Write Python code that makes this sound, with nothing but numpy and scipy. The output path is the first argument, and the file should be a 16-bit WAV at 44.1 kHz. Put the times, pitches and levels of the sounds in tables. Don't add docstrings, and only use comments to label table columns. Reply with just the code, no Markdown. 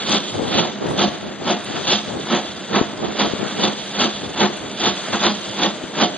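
import sys
import numpy as np
from scipy import signal
from scipy.fft import rfft, irfft, next_fast_len
from scipy.io import wavfile
from scipy.ndimage import uniform_filter1d

SR = 44100
rng = np.random.default_rng(int(sys.argv[2]) if len(sys.argv) > 2 else 0)


def master_out(mix):
    frames = np.transpose(np.atleast_2d(mix))
    ceiling = np.clip(frames, -1, 1)
    pcm = np.round(ceiling * 32767).astype(np.int16)
    wavfile.write(sys.argv[1], SR, pcm)


def attenuation_scalar(level_db):
    decades = np.asarray(level_db, float) / 20
    return 10 ** decades


N = 272097
TIME = np.arange(N) / SR
SIZE = next_fast_len(N + SR // 10)
HZ = np.maximum(np.arange(SIZE // 2 + 1) * SR / SIZE, 1)


def rms_one(x):
    return x / np.sqrt(np.mean(x ** 2) + 1e-20)


def in_time(rows):
    s, *columns = np.transpose(rows)
    return [np.interp(TIME, s, c) for c in columns]


def in_pitch(rows):
    hz, *columns = np.transpose(rows)
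    return [np.interp(np.log(HZ), np.log(hz), c) for c in columns]


def coloured(x, gain):
    return irfft(rfft(x, SIZE) * gain, SIZE)[..., :N]


def around(s, reach):
    first = max(int((s - reach) * SR), 0)
    last = min(int((s + reach) * SR), N)
    span = slice(first, last)
    return span, TIME[span] - s


def swell(s, rise, hold, fall):
    span, late = around(s, hold + .4)
    return span, 1 / (np.exp(-late / rise) + 1) / (np.exp((late - hold) / fall) + 1)


def drift(rate):
    r = np.exp(-2 * np.pi * rate / SR)
    white = rng.standard_normal(N + SR)
    return rms_one(signal.lfilter([1], [1, -2 * r, r * r], white)[SR:])


def turbulence(spectrum, flutter_db, rate):
    white = rng.standard_normal(N) * attenuation_scalar(flutter_db * drift(rate))
    return rms_one(coloured(white, attenuation_scalar(in_pitch(spectrum)[0])))


def resonate(x, modes):
    out = 0
    for k, (hz, width_hz, db) in enumerate(modes):
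        r = np.exp(-np.pi * width_hz / SR)
        top = (1 - r * r) / 2 * np.array([1, 0, -1])
        bottom = [1, -2 * r * np.cos(2 * np.pi * hz / SR), r * r]
        out = out + (-1) ** k * attenuation_scalar(db) * signal.lfilter(top, bottom, x)
    return out


# t/s, swell/s, low blast level/dB, jet hiss level/dB
BEATS = [(0.132, 0.035, -17, -12.5), (0.582, 0.042, -14, -15.5), (1.013, 0.02, -13, -14),
         (1.496, 0.022, -13.5, -17.5), (1.921, 0.032, -16, -11.5), (2.336, 0.024, -13, -17.5),
         (2.763, 0.022, -11.5, -16.5), (3.212, 0.02, -13.5, -15.5), (3.643, 0.029, -15.5, -15.5),
         (4.026, 0.03, -14, -13), (4.423, 0.025, -10.5, -15), (4.861, 0.031, -14.5, -13),
         (5.259, 0.025, -12.5, -12.5), (5.644, 0.038, -14, -16.5), (6.023, 0.027, -11.5, -14.5)]
# t/s, roar level/dB
PUFFS = [
    (0.666, -30.5),
    (.865, -22),
    (1.76, -21.5),
    (2.259, -32.5),
    (3.046, -23),
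    (3.105, -31.5),
    (3.44, -27.5),
    (5.062, -26),
    (5.134, -12.5),
]
# f/Hz, width/Hz, level/dB
CHIMNEY = [(204.7, 17, -2.5), (349.3, 25, -1), (574, 82, -16), (707, 23, 1), (860, 210, -9),
           (1134, 25, -2.5), (1306, 27, -9.5)]
# f/Hz, level/dB per Hz
BOOM = [(90, -62), (140, 4.5), (200, 10), (450, 8), (700, 3.5), (1500, -24.5)]
# f/Hz, level/dB per Hz
ROAR = [(200, -22.5), (450, -7.5), (800, -6), (1400, -1.5), (2100, -5.5), (3000, -10.5), (6000, -59)]
# f/Hz, level/dB per Hz
JET = [(1200, -9), (2200, -8), (2800, -0.5), (3500, 5.5), (4100, -2), (5000, -5.5), (5600, -14.5),
       (6300, -1), (6800, -24), (7300, -55.5), (8500, -32), (12000, -53)]
# f/Hz, level/dB per Hz
SIZZLE = [(5500, -21), (6500, 4.5), (7500, 0.5), (8800, -5.5), (10000, -8), (12000, -17)]


def exhaust():
    blasts = []
    for s, rise, low_db, hiss_db in BEATS:
        fade = 0.036 - 0.0017 * s
        blasts.append((s, rise, fade, low_db + 0.44, low_db, hiss_db))
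    for s, roar_db in PUFFS:
        blasts.append((s, 0.0053, 0.019, roar_db - 8, roar_db, roar_db - 9.5))
    drive = np.zeros((3, N))
    lag_s = np.array([[0.0035], [0], [0]])
    for s, rise, fade, *levels_db in blasts:
        span, late = around(s, .4)
        late = late - lag_s
        drive[:, span] += attenuation_scalar(levels_db)[:, None] / (np.exp(-late / rise) + np.exp(late / fade))
    boom = turbulence(BOOM, flutter_db=1.0, rate=180)
    roar = turbulence(ROAR, flutter_db=1.5, rate=32)
    jet = turbulence(JET, flutter_db=1.37, rate=150)
    jet = jet + attenuation_scalar(-26.5) * turbulence(SIZZLE, flutter_db=2.5, rate=30)
    low = drive[0] * boom + drive[1] * roar
    return attenuation_scalar(-5.5) * low + attenuation_scalar(8.5) * resonate(low, CHIMNEY) + attenuation_scalar(0.77) * drive[2] * jet


# t/s, level/dB
LEAK = [(0.0, -34.5), (0.45, -33.5), (0.75, -39.5), (1.05, -36.5), (1.35, -42), (2.2, -33.5), (2.55, -37.5),
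        (3.1, -37.5), (3.85, -33.5), (4.2, -35.5), (4.75, -36), (5.5, -32.5), (5.8, -36.5), (6.17, -36.5)]


def leaking_steam():
    flow_db, = in_time(LEAK)
    blow_db = np.zeros(N)
    for s, *_ in BEATS[::4]:
        span, late = around(s - 0.14, 0.48)
        blow_db[span] += 2 * 5 / (np.exp(-late / 0.13) + np.exp(late / 0.058))
    change_db = flow_db + 36
    hiss_db = flow_db + blow_db
    roar_db = -37 + 0.21 * change_db + 1.07 * blow_db
    sizzle_db = -51 + 0.97 * change_db + 0.66 * blow_db
    hiss = attenuation_scalar(hiss_db - 0.67) * turbulence(JET, flutter_db=1.55, rate=6.4)
    sizzle = attenuation_scalar(sizzle_db) * turbulence(SIZZLE, flutter_db=.4, rate=20)
    roar = attenuation_scalar(roar_db - 1.5) * turbulence(ROAR, flutter_db=0.5, rate=4.5)
    return hiss + sizzle + roar


# f/Hz, level/dB per Hz
RUMBLE = [(40, -21.5), (100, -11.5), (150, 6.5), (205, 7), (300, 8), (600, 3.5), (900, -1), (1500, -35.5)]
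# f/Hz, width/Hz, level/dB
CARRIAGE = [(202.3, 7.9, 9), (363.2, 22, 7), (619, 18, 3.5)]


def train_rumble():
    rumble = attenuation_scalar(-35.5) * turbulence(RUMBLE, flutter_db=-1.5, rate=22)
    return rumble + resonate(rumble, CARRIAGE)


# t/s, peak level/dB, f/Hz, decay/s
TICKS = [
    (.094, -27, 7000, .008),
    (1.645, -33, 8000, .005),
    (4.57, -35, 9500, .003),
    (5.131, -21, 1400, .025),
]


def ticks():
    out = np.zeros(N)
    for s, peak_db, hz, decay in TICKS:
        span, late = around(s, 0.036)
        grit = resonate(rng.standard_normal(len(late)), [(hz, .5 * hz, 6)])
        out[span] += attenuation_scalar(peak_db) * grit * (late > 0) * np.exp(-np.abs(late) / decay)
    return out


# t/s, hold/s, buffeting level/dB, left-right level/dB
GUSTS = [(.08, 0.075, -28, -2), (0.347, 0.17, -23.5, 5), (0.539, .13, -24, -5.5), (0.822, .1, -20, 0.5),
         (0.943, 0.031, -21.5, 2), (0.998, 0.14, -32, 13), (1.23, 0.064, -33.5, 5), (1.411, 0.094, -28, -2),
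         (1.698, .13, -29.5, 4.5), (1.87, .04, -31, -9), (2.078, 0.035, -29.5, 13.5),
         (2.153, 0.038, -21.5, 0), (2.708, 0.11, -28, -7.5), (3, 0.13, -25, -3), (3.198, 0.13, -26.5, -1),
         (3.383, 0.078, -26, 12), (3.574, 0.13, -24.5, -3.5), (4.232, 0.11, -33.5, 1),
         (4.406, 0.054, -36.5, 12), (4.615, 0.036, -32, -5), (4.825, 0.081, -40, 9), (5.1, 0.048, -25.5, 0),
         (5.25, 0.081, -39, -4), (5.47, 0.038, -32.5, -6), (5.674, 0.041, -37.5, 0), (5.96, .05, -33.5, 8)]
# t/s, peak level/dB, left-right level/dB, push or pull (+1 or -1)
POPS = [(0.421, -8, 10, 1), (0.557, -5, 14, -1), (0.854, -18, 10, 1), (1.013, -7, 26, -1),
        (1.08, -11, 7, -1), (1.777, -16.5, 26, 1), (2.082, -20, 11, 1), (2.814, 2, 24, 1),
        (3.058, -29, 20, -1), (3.275, -10, 26, -1), (3.337, -5.5, 23, 1), (3.414, -15.5, -14, -1),
        (3.431, -9, 18, 1), (4.236, -16, 19, 1), (5.84, -12.5, 15, -1)]
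# f/Hz, level/dB per Hz
BUFFET = [(25, -54), (60, -25), (120, -1), (230, 3.5), (400, 3), (800, -4), (1300, -13), (2500, -41.5)]
# f/Hz, level/dB per Hz
PUSH = [(20, -39.5), (40, -14), (70, -4.5), (120, -0.5), (170, -11), (300, -33.5)]


def wind():
    calm = attenuation_scalar(-40.5 - 1.5 * TIME)
    level = np.array([calm, calm])
    for s, hold, db, side_db in GUSTS:
        span, shape = swell(s, .012, hold, 0.021)
        level[:, span] += np.outer(attenuation_scalar(db + np.array([.5, -.5]) * side_db), shape)
    lumps = np.array([turbulence(BUFFET, flutter_db=3.3, rate=70) for port in range(2)])
    push = np.array([turbulence(PUSH, flutter_db=4.5, rate=5.7) for port in range(2)])
    push = attenuation_scalar(-25.5) * level.mean(axis=0) ** .6 * push
    push = push + 0.41 * push[::-1]
    out = lumps * level + push * attenuation_scalar(np.array([[-1.2], [1.2]]))
    pop_hz = 307
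    for s, peak_db, side_db, sign in POPS:
        span, late = around(s, .03)
        bell = np.exp(-(late * pop_hz / 0.47) ** 2)
        pulse = sign * attenuation_scalar(peak_db) * bell * np.cos(2 * np.pi * pop_hz * late + .15)
        out[:, span] += np.outer(attenuation_scalar(np.minimum([side_db, -side_db], 0)), pulse)
    return out


def echoes(x, t60, onset):
    after = np.arange(SR) / SR
    fade = attenuation_scalar(-60 * after / t60) * np.clip(after / onset, 0, 1)
    tail = rng.standard_normal((2, SR)) * fade
    tail = tail / np.sqrt(np.sum(tail ** 2, axis=1, keepdims=True))
    return signal.fftconvolve(x[None], tail)[:, :N]


# f/Hz, left lead/radians, left-right level/dB, scattered share level/dB
PORTS = [(200, 0.56, -2.5, -35), (710, 0.52, 0.5, -7.5), (1220, 0.2, 1.5, -19.5), (1700, .08, 5.5, -20.5),
         (2450, 0.2, 0.5, -12.5), (3225, 0.88, -1.5, -8), (4420, 1.1, -5, -21.5), (4940, 2.65, 0, -1.5),
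         (5780, 3.74, 3, -13.5), (6040, 3.63, 2, -24.5), (6226, 3.5, 3.5, -6.5), (6804, 1.8, 1, -2),
         (8010, 3.7, 13, -9.5), (10900, 5.6, 1.5, -65)]


def ports(x, echo):
    lead, balance_db, share_db = in_pitch(PORTS)
    half = attenuation_scalar(balance_db / 2) * np.exp(.5j * lead)
    steps = np.array([half, 1 / half]) / np.cos(np.minimum(lead, 1.3) / 2)
    wander = np.exp(2.5j * np.array([drift(13.2), drift(12.2)]))
    stray = np.real(signal.hilbert(x, SIZE)[:N] * wander)
    return coloured(x + echo, steps) + coloured(stray, steps * attenuation_scalar(share_db))


def scene():
    beats = exhaust()
    echo = attenuation_scalar(-15) * echoes(beats, t60=1, onset=0.014)
    train = beats + leaking_steam() + train_rumble() + ticks()
    return ports(train, echo) + wind()


# f/Hz, level/dB
FAINTEST_KEPT = [(0, -61.5), (90, -70.5), (160, -100), (4800, -100), (5400, -87.5), (7200, -82.5),
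                 (9000, -82.5), (11000, -82.5), (11800, -60)]


def lose_faint_bands(x):
    hz, _, cells = signal.stft([x[0] + x[1], x[0] - x[1]], SR, "cosine", 2048)
    power = np.abs(cells / 2) ** 2 + 1e-20
    power_db = 10 * np.log10(power)
    band = np.minimum(np.arange(len(hz)) // 12, 84)
    band_db = 10 * np.log10(np.add.reduceat(power, np.arange(85) * 12, axis=1) / 12)
    jitter_db = 4.5 * rng.standard_normal(band_db.shape)
    band_db = uniform_filter1d(band_db + jitter_db, size=5)
    frame_db = 10 * np.log10(uniform_filter1d(power.sum(axis=(0, 1)), size=3))
    floor_db = np.interp(hz, *np.transpose(FAINTEST_KEPT))[:, None] + .88 * (frame_db + 32.5)
    masked_db = band_db[::-1] - 10.0 + .25 * (frame_db + 30)
    kept = (band_db > masked_db)[:, band] | (hz < 1000)[:, None]
    kept &= (band_db[:, band] > floor_db) & (power_db > floor_db - 2.5)
    mid, side = signal.istft(cells * kept, SR, "cosine", 2048)[1][:, :N]
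    return np.array([mid + side, mid - side]) / 2


def top_cut(x):
    return signal.sosfilt(signal.butter(12, 11750, fs=SR, output="sos"), x)


def record(dry):
    bass_cut = signal.butter(2, 48.5, "high", fs=SR, output="sos")
    thin = signal.sosfilt(bass_cut, dry)
    rounded = 1.6 * np.tanh(thin / 1.6)
    mix = np.clip(lose_faint_bands(rounded), -1, 1)
    return top_cut(mix)


dry = scene()
out = record(dry)
master_out(out)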